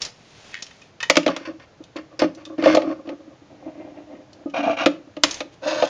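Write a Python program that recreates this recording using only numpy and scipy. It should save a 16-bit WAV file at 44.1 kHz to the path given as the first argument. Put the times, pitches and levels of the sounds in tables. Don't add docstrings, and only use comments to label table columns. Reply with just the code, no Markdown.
import sys
import numpy as np
from scipy import signal
from scipy.fft import rfft, irfft, next_fast_len
from scipy.io import wavfile
from scipy.ndimage import map_coordinates

SR = 44100
rng = np.random.default_rng(int(sys.argv[2]) if len(sys.argv) > 2 else 0)


def file_out(sig):
    cols = np.atleast_2d(sig).T
    lim = np.clip(cols, -1, 1)
    pcm = np.round(lim * 32767).astype(np.int16)
    wavfile.write(sys.argv[1], SR, pcm)


N = 259749
CONTACT_S = np.arange(SR // 3) / SR

# frequency_hz, level_db, t60_s
BOOM_MODES = [(175.7, -16.5, 0.18), (236.1, -13, 0.014), (289.1, 2.5, 0.13), (315.6, 11, 0.062),
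              (430, -11.5, 0.01)]
KNOCK_MODES = [(477, -9, 0.0083), (536.3, 2.5, 0.072), (602, 6, 0.056), (652, -1.5, 0.054),
               (855, -11.5, 0.078), (1109, -15.5, 0.034), (1231, -14.5, 0.092)]
# frequency_hz, level_db
BODY_SPECTRUM = [(60, -33), (400, -13.5), (900, -0.5), (1250, 2.5), (1550, -3.5), (2100, 1.5), (2900, 0),
                 (3800, -3.5), (7000, -20.5)]
EDGE_SPECTRUM = [(300, -16), (2000, -13), (3400, -1), (4500, 1.5), (5500, 1.5), (6800, -1.5), (10000, 0.5)]


def bench_blows():
    # start_s, level_db, hardness_db, boom_db
    blows = [(1.099, -10, 3.5, -9.5), (1.156, -20, -0.5, -20), (1.169, -9, 0.5, 1),
             (1.263, -8.5, -10, -4.5), (1.279, -12.5, -8, -2.5), (1.364, -29, 3, -3),
             (1.965, -33.5, -0.5, 7.5), (2.218, -7.5, -16, -2.5), (2.241, -18, -19, 8),
             (2.581, -25, -16.5, 2), (2.624, -17.5, -13, -7), (2.658, -2.5, -19.5, -17),
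             (2.673, -18, -8, -11), (2.749, -9, -18, -13), (2.77, -3.5, -18, -12), (2.819, -22, -10, -9),
             (3.073, -31.5, -15.5, 7), (3.091, -26, -10, -4), (4.86, -6.5, -4, -1), (5.167, -27, -9, 1),
             (5.236, -18, 9, 1.5), (5.405, -22.5, -1.5, -5.5), (5.823, -6.5, -16, -18),
             (5.835, -12, -31, -12.5)]
    crack_t60_s = 0.049
    out = np.zeros(N)
    for start_s, level_db, hardness_db, boom_db in blows:
        body = crack(BODY_SPECTRUM, crack_t60_s)
        edge = amp(0.95 * hardness_db - 2) * crack(EDGE_SPECTRUM, 0.74 * crack_t60_s)
        boom = amp(boom_db) * ring(BOOM_MODES, attack_s=0.011)
        knock = ring(KNOCK_MODES, attack_s=0.0041)
        add(out, start_s - 0.0005, amp(level_db + hardness_db - 4) * (body + edge))
        add(out, start_s + 0.0015, amp(level_db - 5) * (boom + knock))
    return out


def stripper_clicks():
    # start_s, level_db, ping_hz
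    clicks = [(0.0186, -22, 5500), (0.0504, -29, 5070), (0.6235, -30, 5500), (0.6663, -41, 3030),
              (0.71, -44.5, 1870), (0.817, -43.5, 2470), (1.004, -26.5, 1780), (1.0287, -19.5, 1910),
              (1.2304, -35.5, 2840), (1.839, -47, 3740), (2.193, -27, 5010), (2.3494, -48, 6120),
              (2.4527, -37, 3570), (2.749, -23, 4300), (4.331, -48.5, 4360), (4.4987, -49.5, 3020),
              (5.3103, -25, 6400), (5.3428, -34, 6370), (5.8508, -31.5, 3230), (5.8747, -36.5, 3400)]
    # frequency_hz, level_db, t60_s
    steel_modes = [(1240, -16.5, 0.09), (1797, -11, 0.085), (2555, -3, 0.055), (3030, -10, 0.078),
                   (3650, -14.5, 0.11)]
    neutral_ping_hz, sharpen_db_per_octave = 2940, 6.5
    out = np.zeros(N)
    for start_s, level_db, ping_hz in clicks:
        sharp_db = sharpen_db_per_octave * np.log2(ping_hz / neutral_ping_hz)
        body = amp(-14 - sharp_db) * crack(BODY_SPECTRUM, t60_s=0.085)
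        edge = amp(sharp_db - 2.5) * crack(EDGE_SPECTRUM, t60_s=0.045)
        ping_spectrum = [(0.6 * ping_hz, -30), (0.94 * ping_hz, -14), (ping_hz, 0),
                         (1.06 * ping_hz, -14), (1.5 * ping_hz, -30)]
        ping = amp(-5.5) * crack(ping_spectrum, t60_s=0.06)
        handles = amp(-11 - sharp_db) * ring(steel_modes, attack_s=0.00044)
        add(out, start_s - 0.0005, amp(level_db) * (body + edge + ping + handles))
    return out


def tool_drags():
    # start_s, length_s, pressure_db, grit_db
    strokes = [(1.285, 0.018, -17, -5), (1.33, 0.11, -42, 3.5), (1.45, 0.021, -35.5, 8.5),
               (1.48, 0.033, -32, -15.5), (1.595, 0.043, -47, 5.5), (1.957, 0.029, -26.5, -6.5),
               (2.11, 0.037, -37, -20), (2.19, 0.055, -25, 3), (2.27, 0.02, -40, -20),
               (2.37, 0.059, -39, -7), (2.463, 0.084, -36.5, -22), (2.58, 0.066, -28.5, -3),
               (2.635, 0.12, -13, -5), (2.79, 0.14, -24, -14), (2.95, 0.058, -35.5, -24),
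               (3.05, 0.08, -31.5, -18), (3.19, 0.15, -44.5, -30), (4.9, 0.056, -34, -26)]
    # centre_hz, width_hz, level_db
    peaks = [(126, 110, -12), (177, 26, -26.5), (292, 11, 7.5), (313.6, 12.2, 19.5), (540, 37, 12),
             (627.4, 17, 2.5), (651, 10, -15.5), (836, 10, -10), (1082, 72, -4), (1130, 77, 7.5),
             (1390, 27, -6.5)]
    # frequency_hz, level_db
    grit = [(300, -6.5), (900, 7.5), (1300, 13.5), (1600, 9.5), (2300, 11), (3500, 1.5), (5000, -1.5),
            (7000, -11.5), (10000, -7)]
    return scrape(strokes, peaks, grit, boards_db=-2, grating_db=-5.5,
                  catches_per_s=2300, rise_s=0.0053, release_db_per_s=546)


def wire_pulls():
    # start_s, length_s, pressure_db, grit_db
    strokes = [(4.536, 0.071, -20.5, -6.5), (4.625, 0.11, -22, -7), (4.766, 0.075, -25.5, 1.5)]
    # centre_hz, width_hz, level_db
    peaks = [(283.6, 23.4, 3.5), (554, 15, 0.5), (665, 49, 10), (780, 33, -13.5), (1140, 45, -7.5),
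             (1160, 78, -16)]
    # frequency_hz, level_db
    grit = [(400, -17), (1000, 9), (1400, 10), (2000, 4.5), (2450, 12.5), (3100, 4.5), (4400, -7),
            (5300, -6.5), (7000, -16.5), (10000, -10.5)]
    return scrape(strokes, peaks, grit, boards_db=2.5, grating_db=-1,
                  catches_per_s=2200, rise_s=0.0084, release_db_per_s=528)


def tip_push():
    # start_s, length_s, pressure_db, grit_db
    strokes = [(5.613, 0.066, -23.5, -10), (5.655, 0.17, -19, -6.5), (5.815, 0.091, -24.5, -7)]
    # centre_hz, width_hz, level_db
    peaks = [(167, 45, -31), (318, 13, 4), (542, 10, 6), (607, 24, 6), (673, 23, -24), (880, 38, -28),
             (1140, 82, -12), (1336, 51, -14)]
    # frequency_hz, level_db
    grit = [(300, -26), (900, 9.5), (1400, 7.5), (1900, 4.5), (2600, 2), (3500, 1), (5000, -4),
            (6300, -1.5), (7000, -14.5), (10000, -5)]
    return scrape(strokes, peaks, grit, boards_db=-4, grating_db=-1,
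                  catches_per_s=3000, rise_s=0.025, release_db_per_s=534.5)


def bench_bumps():
    # start_s, level_db
    bumps = [(1.409, -32), (1.474, -26.5), (1.496, -31.5), (1.804, -32), (2.589, -17.5), (2.689, -18),
             (2.705, -25), (2.74, -20), (2.849, -22), (3.13, -27.5), (3.276, -36.5), (3.663, -30),
             (3.418, -40), (4.141, -31), (4.458, -19), (4.809, -25), (5.073, -37), (5.453, -33.5)]
    out = np.zeros(N)
    for start_s, level_db in bumps:
        boom = ring(BOOM_MODES, attack_s=0.0062)
        knock = amp(-10) * ring(KNOCK_MODES, attack_s=0.018)
        add(out, start_s, amp(level_db - 4.5) * (boom + knock))
    return out


def insulation_hiss():
    # start_s, length_s, level_db, swell_db_per_s
    slides = [(0.001, 0.062, -30.5, -30), (0.133, 0.39, -53, 33.5), (0.58, 0.3, -46.5, -17),
              (5.229, 0.16, -27, -46), (5.517, 0.024, -50, 30)]
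    # frequency_hz, level_db
    spectrum = [(100, -10), (600, -4), (1300, -9.5), (2500, -5.5), (5000, -9), (7000, -12), (10000, -4)]
    envelope = sum(amp(db) * stroke(start_s, length_s, 0.015, release_db_per_s=403, swell_db_per_s=swell)
                   for start_s, length_s, db, swell in slides)
    return amp(3) * envelope * coloured(catches(16000, spread_db=3, clump_db=0.5), spectrum)


def jaw_rasp():
    # start_s, length_s, level_db, swell_db_per_s
    bites = [(0.527, 0.016, -24, 2), (0.565, 0.03, -36.5, -67)]
    # centre_hz, width_hz, level_db
    peaks = [(1864, 90, 14), (2130, 200, 4.5), (2530, 60, 9.5), (2940, 130, 2.5), (3270, 57, 5)]
    envelope = sum(amp(db) * stroke(start_s, length_s, 0.015, release_db_per_s=715, swell_db_per_s=swell)
                   for start_s, length_s, db, swell in bites)
    return amp(-0.5) * envelope * resonate(catches(980, spread_db=-2.5, clump_db=2.5), peaks)


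def wire_rubbing():
    # time_s, pressure_db
    pressure_curve = [(3.47, -76), (3.512, -46), (3.588, -52), (3.686, -36), (3.744, -51), (3.81, -34.5),
                      (3.942, -49), (3.98, -37), (4.064, -50.5), (4.142, -38.5), (4.264, -57), (4.44, -47)]
    # centre_hz, width_hz, level_db
    peaks = [(304.4, 24, 16.5), (526, 13.5, 10.5), (610, 40, 10), (684, 32, -24)]
    # frequency_hz, level_db
    grit = [(300, -12.5), (1100, -4), (1800, 7.5), (2400, 10), (3200, -4), (7000, -32)]
    time_s, pressure_db = np.transpose(pressure_curve)
    pressure = amp(np.interp(np.arange(N) / SR, time_s, pressure_db, left=-200, right=-200))
    boards = boards_shaken(catches(1800, spread_db=4, clump_db=2.5), peaks)
    grating = coloured(slips(3000, spread_db=2, clump_db=2), grit)
    return pressure * (amp(3) * boards + amp(-16.5) * grating)


def reverberation(x):
    # frequency_hz, t60_s
    decay_times = [(150, 0.51), (600, 0.28), (2500, 0.28), (7000, 0.24)]
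    hop, delay_s = SR // 2, 0.0071
    out = np.zeros(N)
    for centre in range(0, N + hop, hop):
        hz, t, noise = signal.stft(rng.standard_normal(SR // 2), SR, nperseg=256)
        decay = np.exp(-np.log(1000) * t / along(decay_times, hz)[:, None])
        tail = signal.istft(noise * decay, SR, nperseg=256)[1]
        start = max(centre - hop, 0)
        part = x[start:centre + hop]
        crossfade = 1 - abs(start + np.arange(len(part)) - centre) / hop
        add(out, start / SR + delay_s, signal.fftconvolve(part * crossfade, tail / np.linalg.norm(tail)))
    return out


def room_air():
    # frequency_hz, level_db
    spectrum = [(20, -21.5), (50, -9), (110, 4.5), (250, -3), (600, -3.5), (1000, -10), (2000, -14.5),
                (4000, -19), (7000, -23), (10000, -24.5)]
    return amp(-51) * coloured(rng.standard_normal(N), spectrum)


def ring(modes, attack_s):
    scatter = rng.standard_normal((len(modes), 2))
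    partials = 0
    for (hz, db, t60_s), (level_scatter, detune_percent) in zip(modes, scatter):
        tone = np.sin(2 * np.pi * hz * (1 + detune_percent / 100) * CONTACT_S)
        partials += amp(db + 2 * level_scatter) * fade(t60_s) * tone
    return onset_unit(partials * (1 - np.exp(-CONTACT_S / attack_s)))


def crack(spectrum, t60_s):
    noise = coloured(rng.standard_normal(len(CONTACT_S)), spectrum)
    attack = 1 - np.exp(-CONTACT_S / 0.00057)
    return onset_unit(noise * fade(t60_s) * attack)


def scrape(strokes, peaks, grit, boards_db, grating_db, catches_per_s, rise_s, release_db_per_s):
    grit_exponent = 1.2
    pressure, roughness = np.zeros(N), np.zeros(N)
    for start_s, length_s, pressure_db, grit_db in strokes:
        envelope = stroke(start_s, length_s, rise_s, release_db_per_s)
        pressure += amp(pressure_db) * envelope
        roughness += amp(pressure_db + grit_db) * envelope ** grit_exponent
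    boards = boards_shaken(catches(catches_per_s, spread_db=3, clump_db=4), peaks)
    grating = coloured(slips(catches_per_s, spread_db=-0.5, clump_db=1.5), grit)
    return amp(boards_db) * pressure * boards + amp(grating_db) * roughness * grating


def stroke(start_s, length_s, rise_s, release_db_per_s, swell_db_per_s=0):
    t = np.arange(N) / SR - start_s
    db = swell_db_per_s * np.clip(t, 0, length_s) - release_db_per_s * np.maximum(t - length_s, 0)
    return np.clip(t / rise_s, 0, 1) * amp(db)


def catches(per_s, spread_db, clump_db):
    ticks = (rng.random(N) < per_s / SR) * rng.standard_normal(N)
    return ticks * amp(spread_db * rng.standard_normal(N) + clump_db * wobble(knots_per_s=90))


def slips(per_s, spread_db, clump_db):
    dense_modes = rng.standard_normal(len(CONTACT_S)) * fade(t60_s=0.04)
    return unit(signal.fftconvolve(catches(per_s, spread_db, clump_db), dense_modes)[:N])


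def boards_shaken(friction, peaks):
    cutoff_hz = 1004
    return unit(filtered(resonate(friction, peaks), lambda hz: 1 / (1 + (hz / cutoff_hz) ** 4)))


def resonate(x, peaks):
    def response(hz):
        total = 0
        for centre_hz, width_hz, db in peaks:
            resonance = 1j * hz * width_hz / (centre_hz ** 2 - hz ** 2 + 1j * hz * width_hz)
            radiation = 1j * hz / (1j * hz + 0.72 * centre_hz)
            total += amp(db) * resonance * radiation
        return total
    return unit(filtered(x, response))


def coloured(x, spectrum):
    return unit(filtered(x, lambda hz: amp(along(spectrum, hz))))


def filtered(x, response):
    size = next_fast_len(len(x) + 8192)
    return irfft(rfft(x, size) * response(np.fft.rfftfreq(size, 1 / SR)), size)[:len(x)]


def fade(t60_s):
    return np.exp(-np.log(1000) * CONTACT_S / t60_s)


def wobble(knots_per_s):
    return map_coordinates(rng.standard_normal(2000), [np.arange(N) * knots_per_s / SR], mode="wrap")


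def along(points, hz):
    knot_hz, values = np.transpose(points)
    return np.interp(np.log(hz + 1), np.log(knot_hz + 1), values)


def add(track, start_s, sound):
    start = max(round(start_s * SR), 0)
    track[start:start + len(sound)] += sound[:N - start]


def amp(db):
    return 10 ** (np.asarray(db) / 20)


def unit(x):
    return x / np.sqrt(np.mean(x ** 2) + 1e-20)


def onset_unit(x):
    return x / np.sqrt(np.mean(x[:SR // 50] ** 2) + 1e-20)


def scene():
    steel = stripper_clicks() + insulation_hiss() + jaw_rasp()
    wood = bench_blows() + bench_bumps() + tool_drags() + wire_pulls() + tip_push() + wire_rubbing()
    air = room_air()
    echo = reverberation(amp(-10) * steel + amp(-13.5) * wood)
    return (steel + wood + echo + air)[None]


def record(dry):
    # frequency_hz, gain_db
    recorder_band = [(6700, -2), (7400, -11), (7800, -32), (8050, -44.5), (8400, -31), (8900, -18.5),
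                     (9600, -31.5), (10300, -47.5), (11000, -60.5)]
    top_hz = 16300
    heard = filtered(dry[0], lambda hz: amp(along(recorder_band, hz)))
    clipped = np.clip(heard, -1, 1)
    return filtered(clipped, lambda hz: 1 / (1 + (hz / top_hz) ** 60))[None]


dry = scene()
out = record(dry)
file_out(out)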